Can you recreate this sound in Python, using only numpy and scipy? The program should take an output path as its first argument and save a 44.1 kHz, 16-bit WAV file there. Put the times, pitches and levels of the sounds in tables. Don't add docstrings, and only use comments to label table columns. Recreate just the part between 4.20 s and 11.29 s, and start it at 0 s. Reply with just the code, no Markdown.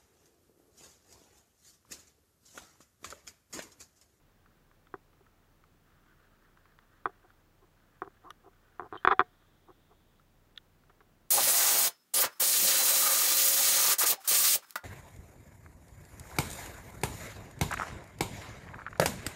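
import sys
import numpy as np
from scipy import signal
from scipy.fft import rfft, irfft, next_fast_len
from scipy.io import wavfile
from scipy.ndimage import uniform_filter1d

SR = 44100
rng = np.random.default_rng(int(sys.argv[2]) if len(sys.argv) > 2 else 0)


def dump_mix(stems):
    frames = np.atleast_2d(stems).T
    limited = np.clip(frames, -1, 1)
    pcm = np.round(limited * 32767).astype(np.int16)
    wavfile.write(sys.argv[1], SR, pcm)


N = 312664
TIME = np.arange(N) / SR
RING_T = np.arange(8192) / SR
RING_HZ = np.fft.rfftfreq(len(RING_T), 1 / SR)

# centre_hz, width_hz, relative_db
CASE_MODES = [(140, 73, -20.5), (385.8, 72.6, -4.5), (720, 85, -6), (974, 80, -7.5), (1167, 247, 0),
              (1550, 230, -4), (1889.4, 130, -9.5), (2387, 226, -19), (3444, 150, -19), (4158, 320, -31.5),
              (4950, 400, -38.5), (6588, 480, -45.5)]


def amp(db):
    return 10 ** (np.asarray(db) / 20)


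def unit_rms(x):
    return x / np.sqrt(np.mean(x ** 2) + 1e-30)


def unit_peak(x):
    return x / (abs(x).max() + 1e-30)


def add(mix, start_s, sound):
    part = mix[max(round(start_s * SR), 0):][:len(sound)]
    part += sound[:len(part)]


def spectrum_gain(points, hz):
    point_hz, point_db = np.transpose(points)
    return amp(np.interp(np.log(hz + 1), np.log(point_hz + 1), point_db))


def noise(points):
    size = next_fast_len(N, True)
    white = rfft(rng.standard_normal(size))
    gain = spectrum_gain(points, np.fft.rfftfreq(size, 1 / SR))
    return unit_rms(irfft(white * gain, size)[:N])


def whistle(hz, width_hz):
    low_pass = signal.butter(2, width_hz / 2, fs=SR, output="sos")
    blur = signal.sosfilt(low_pass, rng.standard_normal((2, N)))
    carrier = np.exp(2j * np.pi * np.cumsum(hz) / SR)
    return unit_rms(((blur[0] + 1j * blur[1]) * carrier).real)


def softened(x, hz, order=3):
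    return signal.sosfilt(signal.butter(order, min(hz, SR / 2 - 1), fs=SR, output="sos"), x)


def decaying_sine(level_db, hz, t60_s):
    return amp(level_db - 60 * RING_T / t60_s) * np.sin(2 * np.pi * hz * RING_T)


def mode(hz, width_hz, db):
    return amp(db) * width_hz * hz / (hz ** 2 - RING_HZ ** 2 + 1j * width_hz * RING_HZ)


def strike(body, contact_hz):
    return unit_peak(irfft(body / (1 + 1j * RING_HZ / contact_hz) ** 2))


def case_response(shift_db, in_phase=3, low_hz=280, top_hz=6600):
    # centre_hz, width_hz
    case_dips = [(220, 110), (575, 90)]
    response = 0
    for k, (hz, width_hz, db) in enumerate(CASE_MODES):
        sign = (-1) ** max(k - in_phase, 0)
        response = response + sign * mode(hz, width_hz, db + shift_db[k])
    for hz, width_hz in case_dips:
        response = response * (1 - 1j * RING_HZ / hz * mode(hz, width_hz, 0))
    wall = signal.sosfreqz(signal.butter(4, top_hz, fs=SR, output="sos"), RING_HZ, fs=SR)[1]
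    return response * wall * 1j * RING_HZ / (low_hz + 1j * RING_HZ)


def background(floor_db=-68, hum_hz=30):
    # freq_hz, relative_density_db
    floor_colour = [(5, -24), (22, 0), (140, 1), (300, -2.5), (600, -7), (950, -9.5), (1400, -11.5),
                    (2300, -16.5), (3600, -19.5), (4700, -22), (7300, -23.5), (8600, -26.5), (11500, -25.5),
                    (15500, -21.5)]
    # multiple, rms_db
    hum_partials = [(1, -71.5), (3, -75), (5, -80), (7, -88.5), (11, -88.5)]
    buzz = np.zeros(N)
    for multiple, rms_db in hum_partials:
        cycles = multiple * hum_hz * TIME + rng.random()
        buzz += amp(rms_db) * np.sqrt(2) * np.sin(2 * np.pi * cycles)
    return amp(floor_db) * noise(floor_colour) + buzz


def line_motion(rise_s=0.079, fade_db_per_s=64, idle_db=-91):
    # start_s, length_s, rms_db
    windings = [(0, 0.72, -81.5), (.95, 0.36, -78.5), (1.622, 0.53, -70.5), (2.196, .35, -74),
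                (2.522, 0.59, -72.5), (3.5, 0.62, -75.5)]
    swing_start_s, swing_stop_s = 4.28, 4.84
    swish_db, swish_rise_db_per_s, swish_fade_db_per_s = -67, 13.5, 27
    power = amp(idle_db) ** 2
    for start_s, length_s, rms_db in windings:
        rise = np.clip((TIME - start_s) / rise_s, 0, 1)
        past_end_s = np.maximum(TIME - start_s - length_s, 0)
        power = power + (rise * amp(rms_db - fade_db_per_s * past_end_s)) ** 2
    after_stop_s = TIME - swing_stop_s
    swell_db = np.minimum(swish_rise_db_per_s * after_stop_s, -swish_fade_db_per_s * after_stop_s)
    swish = np.clip((TIME - swing_start_s) / rise_s, 0, 1) * amp(swish_db + swell_db)
    return np.sqrt(power + swish ** 2)


def gears(grain_db=2.5, surge_db=2.0, whine_db=-6, whine_hz=1450, whine_width_hz=70, wander=.12):
    # freq_hz, relative_db
    gear_colour = [(300, -29.5), (900, -12.5), (1200, 2), (1400, 0), (1850, -2), (2300, -16.5), (3300, -14),
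                   (4500, -24.5), (9000, -38)]
    grain = unit_rms(uniform_filter1d(rng.standard_normal(N), size=400))
    surge = unit_rms(uniform_filter1d(rng.standard_normal(N), size=2500))
    whine_curve_hz = whine_hz * (1 + wander * uniform_filter1d(surge, size=1500))
    whine = whistle(whine_curve_hz, whine_width_hz)
    whirr = noise(gear_colour) + amp(whine_db) * whine
    whirr = whirr * amp(grain_db * grain + surge_db * surge)
    return line_motion() * unit_rms(whirr)


def faint_ticks(ticks_per_s=2, level_db=-62, spread_db=2, t60_s=0.028, count=32):
    chance = rng.random((count, 2))
    starts_s = np.cumsum(-np.log(1 - chance[:, 0])) / ticks_per_s
    peaks_db = level_db + spread_db * (2 * chance[:, 1] - 1)
    return [(s, db, t60_s) for s, db in zip(starts_s, peaks_db) if s < N / SR]


def ticks(snap=7):
    # start_s, peak_db, t60_s
    clear_ticks = [(0.26, -54.5, .035), (.5133, -54.5, .032), (0.6704, -51, .016), (1.0654, -54, 0.038),
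                   (1.4394, -51.5, 0.019), (2.3737, -51, 0.016), (2.456, -51, .02), (2.589, -44, 0.016),
                   (3.1044, -49, .018), (3.8475, -47, .015), (4.7736, -48, .012), (4.8294, -49, .03),
                   (5.9974, -55, .02), (6.637, -56, .018), (6.6973, -50.5, 0.056), (6.806, -48, 0.051)]
    # freq_hz, relative_db
    tick_colour = [(200, -18.5), (600, -14.5), (950, -5), (1300, 4), (1850, -3.5), (2500, -16),
                   (3500, -16.5), (5000, -27), (8000, -38), (16000, -51.5)]
    out = np.zeros(N)
    cepstrum = irfft(np.log(spectrum_gain(tick_colour, RING_HZ)))
    cepstrum[1:] *= 2 * (RING_T[1:] < RING_T[-1] / 2)
    colour = np.exp(rfft(cepstrum))
    for start_s, peak_db, t60_s in clear_ticks + faint_ticks():
        rattle = rng.standard_normal(len(RING_T)) * amp(-60 * RING_T / t60_s)
        rattle[0] += snap
        add(out, start_s, amp(peak_db) * unit_peak(irfft(rfft(rattle) * colour)))
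    return out


def chatter(gap_shrink=0.96, uneven_gap=.11, uneven_db=1.24, loss_power=0.67, softening=0.34, softest_hz=556):
    # first_gap_s, first_loss_db
    knock_events = [(0.7401, -26.5, 800, 1, .0115, 17), (2.8565, -14, 1450, 2, 0.0072, 12),
                    (3.819, -22, 850, 3, 0.0063, 8.5), (3.875, -37.5, 600, 0, 0, 0),
                    (4.047, -44.5, 500, 1, 0.0064, 1), (4.5955, -22.5, 1000, 6, .0116, 7),
                    (4.7253, -28.5, 850, 2.5, .0098, 1.5), (4.7541, -31, 1000, 1, .0081, 0),
                    (4.849, -8, 2600, 0, 0, 0), (4.874, -3.5, 3000, 3.5, .008, 11),
                    (4.9098, -18, 1600, 0, 0, 0), (4.9138, -14.5, 1800, 4, .0048, 2.2),
                    (4.9936, -5, 2400, 0, 0, 0), (5.0043, -9.5, 1700, 2, .0066, 9.5),
                    (5.5027, -45, 500, 0, 0, 0)]
    for start_s, peak_db, hard_hz, rebounds, gap_s, loss_db in knock_events:
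        yield start_s, peak_db, hard_hz
        for k in range(round(rebounds)):
            late, weak = rng.standard_normal(2)
            start_s += gap_s * gap_shrink ** k * (1 + uneven_gap * late)
            lost_db = loss_db * (k + 1) ** loss_power + uneven_db * weak
            softer_hz = hard_hz * amp(-softening * lost_db)
            yield start_s, peak_db - lost_db, max(softer_hz, softest_hz)


def knocks(hardness=1.5, stiffening=0.21, bend_hz=1600, spread_db=1.27):
    # freq_hz, t60_s, db_re_knock
    mount_modes = [(373, 0.11, -39), (448, 0.12, -39), (723.5, 0.2, -41), (830, 0.075, -36),
                   (1054, .06, -34), (1460, 0.34, -51), (1540, 0.095, -37.5), (2154, 0.13, -51)]
    grit_db, grit_t60_s, grit_hz = -26, 0.042, 2600
    rebound_share, rebound_hz = .5, 1400
    out = np.zeros(N)
    mount = sum(decaying_sine(db, hz, t60_s) for hz, t60_s, db in mount_modes)
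    bending = (bend_hz - 1j * RING_HZ) / (bend_hz + 1j * RING_HZ)
    treble = signal.butter(2, grit_hz, "high", fs=SR, output="sos")
    for start_s, peak_db, hard_hz in chatter():
        case = case_response(spread_db * rng.standard_normal(len(CASE_MODES)))
        grit = signal.sosfilt(treble, rng.standard_normal(len(RING_T)))
        blow = grit * amp(grit_db - 60 * RING_T / grit_t60_s)
        blow[0] += 1
        bass_loss = rebound_share * hard_hz / (hard_hz + rebound_hz)
        rebound = 1 - bass_loss / (1 + 1j * RING_HZ / rebound_hz)
        contact_hz = hard_hz * hardness * amp(stiffening * peak_db)
        ringing = strike(case * rebound * bending * rfft(blow), contact_hz)
        add(out, start_s, amp(peak_db) * (ringing + mount))
    return out


def rubs(slips_per_s=520, grit=.07, gentle_db=-57.5, gentle_hz=640, db_per_octave=9.5):
    # middle_s, length_s, rms_db
    drags = [(1.01, 0.018, -62.5), (2.893, 0.032, -58), (3.047, 0.053, -64.5), (3.43, .06, -66),
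             (3.861, 0.053, -58.5), (4.072, 0.11, -61.5), (4.265, 0.073, -58.5), (4.649, 0.072, -57),
             (4.885, .038, -36.5), (4.919, .043, -27.5), (5.496, .06, -58.5), (5.718, .06, -65),
             (6.701, 0.02, -64), (6.81, 0.023, -63)]
    case = irfft(case_response(np.zeros(len(CASE_MODES))))
    out = np.zeros(N)
    slips = rng.standard_normal(N) * (grit + (rng.random(N) < slips_per_s / SR))
    for middle_s, length_s, rms_db in drags:
        start, size = round((middle_s - length_s / 2) * SR), round(length_s * SR)
        swell = signal.windows.hann(size) ** .8
        drag = signal.fftconvolve(slips[start:start + size] * swell, case)
        octaves = max(rms_db - gentle_db, 0) / db_per_octave
        drag = softened(drag, gentle_hz * 2 ** octaves)
        add(out, start / SR, amp(rms_db) * drag * np.sqrt(size / np.sum(drag ** 2)))
    return out


def thumb(middle_s=4.07, length_s=0.068, rms_db=-55, hz=1090, width_hz=190):
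    size, out = round(length_s * SR), np.zeros(N)
    skid = rng.standard_normal(size) * signal.windows.hann(size)
    squeak = signal.fftconvolve(skid, irfft(mode(hz, width_hz, 0) ** 2))
    add(out, middle_s - length_s / 2, amp(rms_db) * squeak * np.sqrt(size / np.sum(squeak ** 2)))
    return out


def clutch(rattle_db=-28, rattle_t60_s=0.023, radiate_hz=1000):
    # start_s, peak_db, contact_hz, back (0 pressed, 1 snapping back)
    clutch_blows = [(4.1015, -50, 600, 0), (4.105, -34, 3000, 0.16), (6.361, -52.5, 3000, 1),
                    (6.3741, -52.5, 1100, 1), (6.3764, -30.5, 3600, 0.83)]
    # centre_hz, width_hz, pressed_db, back_db
    reel_modes = [(1220, 105, 7, -16.5), (1465, 72, -4, -8.5), (1796, 150, -6.5, -9), (2910, 126, -8.5, -8),
                  (3315, 240, -7.5, 2.5), (3706, 394, -12.5, 3.5), (5820, 380, -8.5, -22),
                  (6130, 250, -10, -16.5), (10700, 990, -3, -24), (12400, 600, -6, -21)]
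    out = np.zeros(N)
    radiation = (1j * RING_HZ / (radiate_hz + 1j * RING_HZ)) ** 2
    for start_s, peak_db, contact_hz, back in clutch_blows:
        frame = 0
        for k, (hz, width_hz, pressed_db, back_db) in enumerate(reel_modes):
            db = pressed_db + back * (back_db - pressed_db)
            frame = frame + (-1) ** k * mode(hz, width_hz, db)
        blow = rng.standard_normal(len(RING_T)) * amp(rattle_db - 60 * RING_T / rattle_t60_s)
        blow[0] += 1
        add(out, start_s, amp(peak_db) * strike(frame * radiation * rfft(blow), contact_hz))
    return out


def spool(whizz_hz=3540, sag_hz_per_s=69, width_hz=640):
    # start_s, peak_db, pitch_hz, t60_s
    line_ping = (4.775, -47, 3120, 0.07)
    release_s, spin_up_s, stop_s, brake_s = 4.715, .045, 6.03, 0.035
    jerk_db, jerk_t60_s, coast_db, coast_db_per_s = -64, .1, -81, 1.5
    flight_s = np.maximum(TIME - release_s - spin_up_s, 0)
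    running = np.clip((TIME - release_s) / spin_up_s, 0, 1) * np.clip((stop_s - TIME) / brake_s, 0, 1)
    jerk = amp(jerk_db - 60 * flight_s / jerk_t60_s)
    coast = amp(coast_db - coast_db_per_s * flight_s)
    out = running * (jerk + coast) * whistle(whizz_hz - sag_hz_per_s * flight_s, width_hz)
    ping_s, ping_db, ping_hz, ping_t60_s = line_ping
    add(out, ping_s, decaying_sine(ping_db, ping_hz, ping_t60_s))
    return out


def jolt(start_s=4.872, level_db=-39.0, hz=48, t60_s=.11):
    out = np.zeros(N)
    add(out, start_s, decaying_sine(level_db, hz, t60_s))
    return out


def mount_ring(start_s=4.935, level_db=-40, hz=754, t60_s=0.16):
    out = np.zeros(N)
    add(out, start_s, decaying_sine(level_db, hz, t60_s))
    return out


def scene():
    reel = gears() + ticks() + thumb() + clutch() + spool()
    camera = knocks() + rubs() + jolt() + mount_ring()
    return (background() + reel + camera)[None]


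def record(dry, edge_hz=15850):
    low_pass = signal.firwin(511, edge_hz, window=("kaiser", 9), fs=SR)
    return signal.oaconvolve(dry, low_pass[None], "same")


dry = scene()
out = record(dry)
dump_mix(out)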